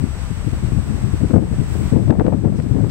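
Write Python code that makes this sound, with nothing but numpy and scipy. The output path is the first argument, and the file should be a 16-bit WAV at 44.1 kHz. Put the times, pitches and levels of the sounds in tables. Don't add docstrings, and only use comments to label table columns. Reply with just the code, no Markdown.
import sys
import numpy as np
from scipy import signal
from scipy.fft import rfft, irfft, next_fast_len
from scipy.io import wavfile
from scipy.ndimage import uniform_filter1d, map_coordinates

SR = 44100
rng = np.random.default_rng(int(sys.argv[2]) if len(sys.argv) > 2 else 0)


def transcribe(signal):
    frames = np.atleast_2d(signal).T
    limited = np.clip(frames, -1, 1)
    pcm = np.round(limited * 32767).astype(np.int16)
    wavfile.write(sys.argv[1], SR, pcm)


def invert_db(level):
    return 10 ** (np.asarray(level, dtype=float) / 20)


N = 127890
TO_BOTH_DB = [[0], [-34]]


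def unit(x):
    return x / np.sqrt(np.mean(x ** 2, axis=-1, keepdims=True) + 1e-20)


def along(points, hz):
    f, v = np.transpose(points)
    return np.interp(np.log(hz + 1), np.log(f + 1), v)


def curves(rows):
    s, *cols = np.transpose(rows)
    return np.array([np.interp(np.arange(N) / SR, s, c) for c in cols])


def wobble(knots_hz):
    return map_coordinates(rng.standard_normal(size=400), [np.arange(N) * knots_hz / SR])


def coloured(spectrum, shape):
    hz = np.fft.rfftfreq(shape[-1], 1 / SR)
    gain = invert_db(along(spectrum, hz)) * np.minimum(hz / spectrum[0][0], 1) ** 2
    return unit(irfft(rfft(rng.standard_normal(shape)) * gain, shape[-1]))


def shaped(noise, envelope):
    burst = noise * envelope
    return burst * np.linalg.norm(envelope) / np.linalg.norm(burst)


def add(track, s, piece):
    part = track[..., round(s * SR):][..., :piece.shape[-1]]
    part += piece[..., :part.shape[-1]]


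# t/s, level/dB
GAIN = [
    (0, 0),
    (1.33, 0),
    (1.39, -5.5),
    (1.55, -0.5),
    (1.9, 2),
    (1.99, -3.5),
    (2.095, -4),
    (2.125, -9),
    (2.5, -7),
    (2.9, -4.5),
]


def gain_db():
    return curves(GAIN)[0]


# t/s, level/dB
FLOW = [(0, -13), (.09, -28.5), (.4, -28), (.8, -23.5), (1.1, -23), (1.27, -31.5), (1.48, -21.5),
        (1.65, -26), (1.76, -16), (1.9, -25.5), (2.06, -12), (2.16, -14.5), (2.24, -20.5), (2.38, -15.5),
        (2.53, -16), (2.62, -23), (2.7, -14.5), (2.9, -11)]
# t/s, level/dB
LEE_FLOW = [(0, -35), (.47, -35), (.56, -28), (.85, -30), (1.45, -28), (1.58, -27), (1.7, -30), (1.97, -26),
            (2.13, -32), (2.23, -22), (2.36, -30), (2.55, -25), (2.66, -31), (2.9, -32)]
# f/Hz, level/dB per Hz
DULL = [(20, -71), (50, -13.5), (115, 0.5), (200, -9), (400, -25.5), (800, -71), (2000, -87)]
# f/Hz, level/dB per Hz
SHARP = [(60, -37.5), (200, 7.5), (350, -0.5), (600, -15), (1200, -32), (3000, -50.5), (8000, -83)]
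# f/Hz, level/dB per Hz
LEE = [(15, -10), (40, -2), (90, 0), (180, -10), (400, -30), (1000, -65)]


def flow():
    left_db = 2.5 * wobble(22) + 2.5 * wobble(40)
    right_db = 1.3 * wobble(12) + 2.2 * wobble(35.3)
    top_db = 5
    lumps_db = top_db * np.tanh(np.array([left_db, right_db]) / top_db)
    body = np.array([coloured(DULL, (N,)), coloured(LEE, (N,))])
    edge_db = 0.94 * lumps_db + [[-13], [-24]] - gain_db()
    rumble = invert_db(lumps_db) * (body + invert_db(edge_db) * coloured(SHARP, (2, N)))
    span = round(0.09 * SR)
    power = uniform_filter1d(uniform_filter1d(rumble ** 2, span), span)
    wind_db = [curves(FLOW)[0], curves(LEE_FLOW)[0]]
    return invert_db(wind_db) * rumble / np.sqrt(np.abs(power))


# t/s, level/dB
FAR = [(0, -0.5), (.12, 0), (.22, 2), (.32, 0.5), (.6, 0.5), (1, 0.5), (1.5, 0), (1.8, 0.5), (2.3, 1),
       (2.9, 1.5)]
# f/Hz, level/dB per Hz
FAR_LEFT = [(150, 6), (500, -3.5), (1200, -5), (2500, -9.5), (4000, -14), (7500, -18), (9000, -23.5),
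            (16000, -33)]
# f/Hz, level/dB per Hz
FAR_RIGHT = [(150, -2), (500, -4.5), (1200, -7), (2500, -13.5), (4000, -20), (7500, -21), (9000, -26),
             (16000, -36)]
# f/Hz, likeness [-1..1]
ALIKE = [(60, 0.04), (130, 0.97), (290, 0.051), (640, 0.89), (1410, 0.38), (3100, -0.43), (6820, -0.3),
         (15000, 0.37)]
FAR_DB = [-38.5, -39.5]


def far_hiss():
    pair = rfft(rng.standard_normal((2, N)))
    hz = np.fft.rfftfreq(N, 1 / SR)
    turn = np.arccos(np.clip(along(ALIKE, hz), -1, 1)) / 2
    mid, side = pair[0] * np.cos(turn), pair[1] * np.sin(turn)
    colour = invert_db([along(FAR_LEFT, hz), along(FAR_RIGHT, hz)]) * np.minimum(hz / 150, 1) ** 2
    hiss = unit(irfft(colour * [mid + side, mid - side], N))
    strength_db = curves(FAR)[0] + 0.17 * wobble(4.08) + 0.35 * wobble(28.67)
    return invert_db(FAR_DB)[:, None] * hiss * invert_db(strength_db)


WHINE_HZ = [7867.1, 8265.0]
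# left level/dB, right level/dB
WHINE_DB = [
    [-63, -51],
    [-71, -52],
]
WHINE_NOISE_DB = [-66, -57]


def whine():
    flip_hz, centre_hz, width_hz = 14.985, 8050, 380
    t = np.arange(N) / SR
    flip = np.sign(np.sin(2 * np.pi * (flip_hz * t + 0.12)))
    tones = np.sqrt(2) * flip * np.sin(2 * np.pi * np.outer(WHINE_HZ, t))
    hz = np.fft.rfftfreq(N, 1 / SR)
    band = np.exp(-((hz - centre_hz) / width_hz) ** 2)
    noise = unit(irfft(rfft(rng.standard_normal((2, N))) * band, N))
    return invert_db(WHINE_DB).T @ tones + invert_db(WHINE_NOISE_DB)[:, None] * noise


# f/Hz, level/dB per Hz
DEEP = [(15, -3), (35, -2), (70, 11), (110, -3.5), (200, -33), (400, -64)]
DEEP_DB = [-22, -70]


def deep_rumble():
    return invert_db(DEEP_DB)[:, None] * invert_db(0.34 * wobble(4.1)) * coloured(DEEP, (2, N))


# t/s, peak level/dB, brightness/dB, length/s
EDDIES = [(0.024, -8.5, -28, 0.055), (0.305, -5.5, -52, 0.03), (0.468, 2, -21, 0.02),
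          (0.524, -14.5, -11.5, 0.034), (0.626, -6, -33, 0.067), (0.716, -7, -39, 0.067),
          (0.769, -1, -27.5, 0.035), (0.888, -14, -17, 0.13), (0.935, -5.5, -51, 0.051),
          (1.031, -4, -47, 0.071), (1.135, -2.5, -16.5, 0.017), (1.208, -5.5, -21.5, 0.04),
          (1.233, 1, -21.5, 0.032), (1.3, -8, -6.5, 0.02), (1.336, 1.5, -13.5, 0.053),
          (1.421, -6.5, -16, 0.029), (1.511, -4.5, -25, 0.032), (1.583, -3, -24, 0.049),
          (1.798, -5, -27, 0.067), (1.922, -6.5, -10, 0.032), (1.949, 0, -16.5, 0.053),
          (2.093, -5.5, -5, 0.031), (2.192, -4.5, -5.5, 0.026), (2.243, -9, -8, 0.055),
          (2.322, -3, -12, 0.038), (2.388, -26, -26, 0.025), (2.45, -4.5, -12, 0.034),
          (2.587, -9.5, -10.5, 0.022), (2.706, -0.5, -29, 0.033), (2.799, -16, -13, 0.032),
          (2.66, -2.5, -21, 0.02)]


def eddies():
    rise_s, trim_db, bright_trim_db = 0.01165, -6.5, 14
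    out, t = np.zeros(N), np.arange(SR // 5) / SR
    dull = coloured(DULL, (len(EDDIES), len(t)))
    sharp = coloured(SHARP, (len(EDDIES), len(t)))
    for k, (s, db, bright_db, length_s) in enumerate(EDDIES):
        swell = np.clip(t / rise_s, 0, 1) * np.exp(-(t / max(length_s, 0.01)) ** 1.9)
        edge = invert_db(bright_db + bright_trim_db) * shaped(sharp[k], swell)
        add(out, max(s - rise_s / 2, 0), invert_db(db + trim_db) * (shaped(dull[k], swell) + edge))
    return out


# t/s, peak level/dB
FLICKS = [(0.039, -26), (0.471, -45), (0.715, -28), (0.784, -25), (0.87, -35), (1.136, -35), (1.208, -24),
          (1.304, -18), (1.336, -18.5), (1.467, -27), (1.533, -24), (1.612, -34), (1.701, -38),
          (1.75, -23.5), (1.808, -29.5), (1.929, -17.5), (1.958, -16), (2.076, -23), (2.097, -11),
          (2.204, -35), (2.205, -10.5), (2.241, -20.5), (2.263, -15.5), (2.278, -7.5), (2.321, -13),
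          (2.39, -35), (2.441, -19.5), (2.447, -15.5), (2.521, -23.5), (2.588, -24), (2.599, -21),
          (2.661, -40), (2.693, -26), (2.763, -22), (2.803, -21.5), (2.84, -19), (2.17, -34), (2.215, -13),
          (2.3, -21), (2.34, -23), (2.478, -30), (2.555, -28), (2.71, -23), (2.785, -21.5), (2.865, -26),
          (1.357, -8), (1.378, -16), (2.122, -15.5), (2.135, -19), (2.15, -20), (2.29, -22), (2.33, -17.5),
          (2.355, -34), (1.99, -22.5), (.53, -31.5), (.575, -32), (1.365, -18), (2.492, -25)]
# f/Hz, level/dB per Hz
FLICK = [(200, -18.5), (450, 8), (800, -4.5), (1300, -20), (2500, -36), (6000, -70)]


def flicks():
    rise_s, t60_s, trim_db = 0.0042, 0.036, -1.5
    out, t = np.zeros(N), np.arange(SR // 10) / SR
    shape = np.sin(np.pi / 2 * np.clip(t / rise_s, 0, 1)) ** 2 * invert_db(-60 * t / t60_s)
    for (s, db), noise in zip(FLICKS, coloured(FLICK, (len(FLICKS), len(t)))):
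        add(out, s, 2 * invert_db(db + trim_db) * shaped(noise, shape))
    return out


# t/s, peak level/dB, width/s
SLAPS = [(0.041, -0.2, 0.0028), (.476, -5, 0.003), (.531, -7, .007), (0.65, -3, .0052), (.722, -6, 0.0032),
         (0.787, -5.5, 0.0045), (1.136, -2, 0.007), (1.301, -13, 0.0035), (1.356, 0, 0.0055),
         (1.379, 0.5, .004), (1.596, -2, 0.0043), (1.927, 2, 0.0032), (1.958, 1, .005), (2.101, 3, 0.0067),
         (2.197, -7, 0.0057), (2.268, -17, 0.0055), (2.281, 1.5, 0.0022), (2.327, -18, 0.0023),
         (2.46, 1, 0.0032), (2.523, -4.5, 0.0034), (.676, -8.5, .004), (0.447, -15, 0.0027),
         (0.572, -15.5, 0.0027), (0.943, -7, 0.0045), (2.6, -3.5, 0.004), (2.807, -2, .004),
         (1.261, -10, .0045)]
# t/s, peak level/dB
LEE_SLAPS = [
    (0.552, -21),
    (.592, -34),
    (1.543, -16),
    (1.573, -19),
    (2.047, -19),
    (2.174, -20),
    (2.234, -30),
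    (2.257, -23),
    (2.449, -23),
    (2.762, -19),
]


def slaps():
    pinch, rebound, widest_s, lee_width_s = 1.5, 0.22, 0.0045, 0.011
    out, t = np.zeros((2, N)), np.arange(-SR // 25, SR // 25) / SR

    def dip(width_s):
        u = pinch * t / width_s
        return (2 * u * u - 1 + rebound * u ** 3) * np.exp(-u * u)

    for s, db, width_s in SLAPS:
        add(out[0], s + t[0], invert_db(db) * dip(min(width_s, widest_s)))
    for s, db in LEE_SLAPS:
        add(out[1], s + t[0], invert_db(db) * dip(lee_width_s))
    return out


def sheltered():
    swept_share, swept_s = 0.6, 0.006
    away = (np.arange(N) / SR - np.array(SLAPS)[:, :1]) / swept_s
    return 1 - swept_share * np.exp(-away ** 2).max(axis=0)


# t/s, length/s, left level/dB, right level/dB, low band gain (ratio)
RUSTLES = [
    (1.668, .25, -62, -49, .25),
    (2.548, .055, -67.5, -66.5, 5.5),
    (2.61, .03, -66, -65, 5.5),
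    (.15, .12, -70, -63, 2.5),
]
# f/Hz, level/dB per Hz
RUSTLE = [(5000, -18), (6500, -7), (7800, 0), (9200, -8), (11500, -17), (13300, -10), (14800, -5),
          (16500, -6)]
# f/Hz, level/dB per Hz
RUSTLE_LOW = [(1800, -14), (2700, -4), (3600, -12), (5300, 0), (6500, -12), (8600, -1), (10500, -30)]


def rustles():
    rise_s, start, fade_share, grain_db = 0.025, 0.03, 0.5, 1.1
    out, t = np.zeros((2, N)), np.arange(SR // 2) / SR
    for s, length_s, left_db, right_db, low in RUSTLES:
        attack = np.clip(start + t / rise_s, 0, 1)
        fade = np.clip((length_s - t) / (fade_share * length_s) + 0.5, 0, 1)
        grain = invert_db(grain_db * wobble(45)[:len(t)])
        noise = coloured(RUSTLE, (2, len(t))) + low * coloured(RUSTLE_LOW, (2, len(t)))
        add(out, s, invert_db([[left_db], [right_db]]) * attack * fade * grain * noise)
    return out


def snaps(table, spectrum):
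    rise_s, t60_s = 0.0015, 0.016
    out, t = np.zeros((2, N)), np.arange(SR // 2) / SR
    shape = np.sin(np.pi / 2 * np.clip(t / rise_s, 0, 1)) ** 2 * invert_db(-60 * t / t60_s)
    for s, *db in table:
        add(out, s, invert_db(db)[:, None] * shape * coloured(spectrum, (2, len(t))))
    return out


# t/s, left level/dB, right level/dB
CRACKS = [
    (1.674, -55, -40),
    (2.622, -48, -36),
    (2.894, -35, -34),
    (2.898, -31, -31),
]
# f/Hz, level/dB per Hz
CRACK = [(1000, -12), (2400, 0), (3600, -9), (5300, -6), (10000, -22), (16000, -32)]


def cracks():
    return snaps(CRACKS, CRACK)


# t/s, left level/dB, right level/dB
TICKS = [
    (2.105, -11.5, -56),
    (2.196, -13.5, -52),
    (2.264, -16, -56),
    (2.457, -31, -49),
    (2.599, -22.5, -50),
]
# f/Hz, level/dB per Hz
TICK = [(300, -30), (900, 16), (2500, 0), (5000, -17), (9000, -28), (16000, -48)]


def ticks():
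    return snaps(TICKS, TICK)


def scene():
    steady = invert_db(gain_db()) * (far_hiss() + whine() + deep_rumble())
    details = rustles() + cracks() + ticks()
    turbulence = flow() + eddies() * invert_db(TO_BOTH_DB)
    gusts = turbulence * [sheltered(), np.ones(N)] + slaps() + flicks() * invert_db(TO_BOTH_DB)
    return steady + details + gusts


def low_pass(x):
    return signal.sosfilt(signal.butter(12, 16320, fs=SR, output="sos"), x)


def record(dry):
    ceiling, knee, top_hz = 1.02, 11, 15760
    hole_hz, hole_width_hz, hole_db = 8800, 190, 25
    x = dry / (1 + np.abs(dry / ceiling) ** knee) ** (1 / knee)
    m = next_fast_len(N + SR // 10)
    hz = np.fft.rfftfreq(m, 1 / SR)
    x = irfft(rfft(x, m) * (hz < top_hz), m)[:, :N]
    hole = (1 - invert_db(-hole_db)) * np.exp(-((hz - hole_hz) / hole_width_hz) ** 4)
    gap = irfft(rfft(x[1], m) * hole, m)[:N]
    flicker = np.clip(3 * wobble(16) + 1.8, 0, 1)
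    x = x - np.outer([0, 1], gap * flicker)
    return low_pass(x)


dry = scene()
out = record(dry)
transcribe(out)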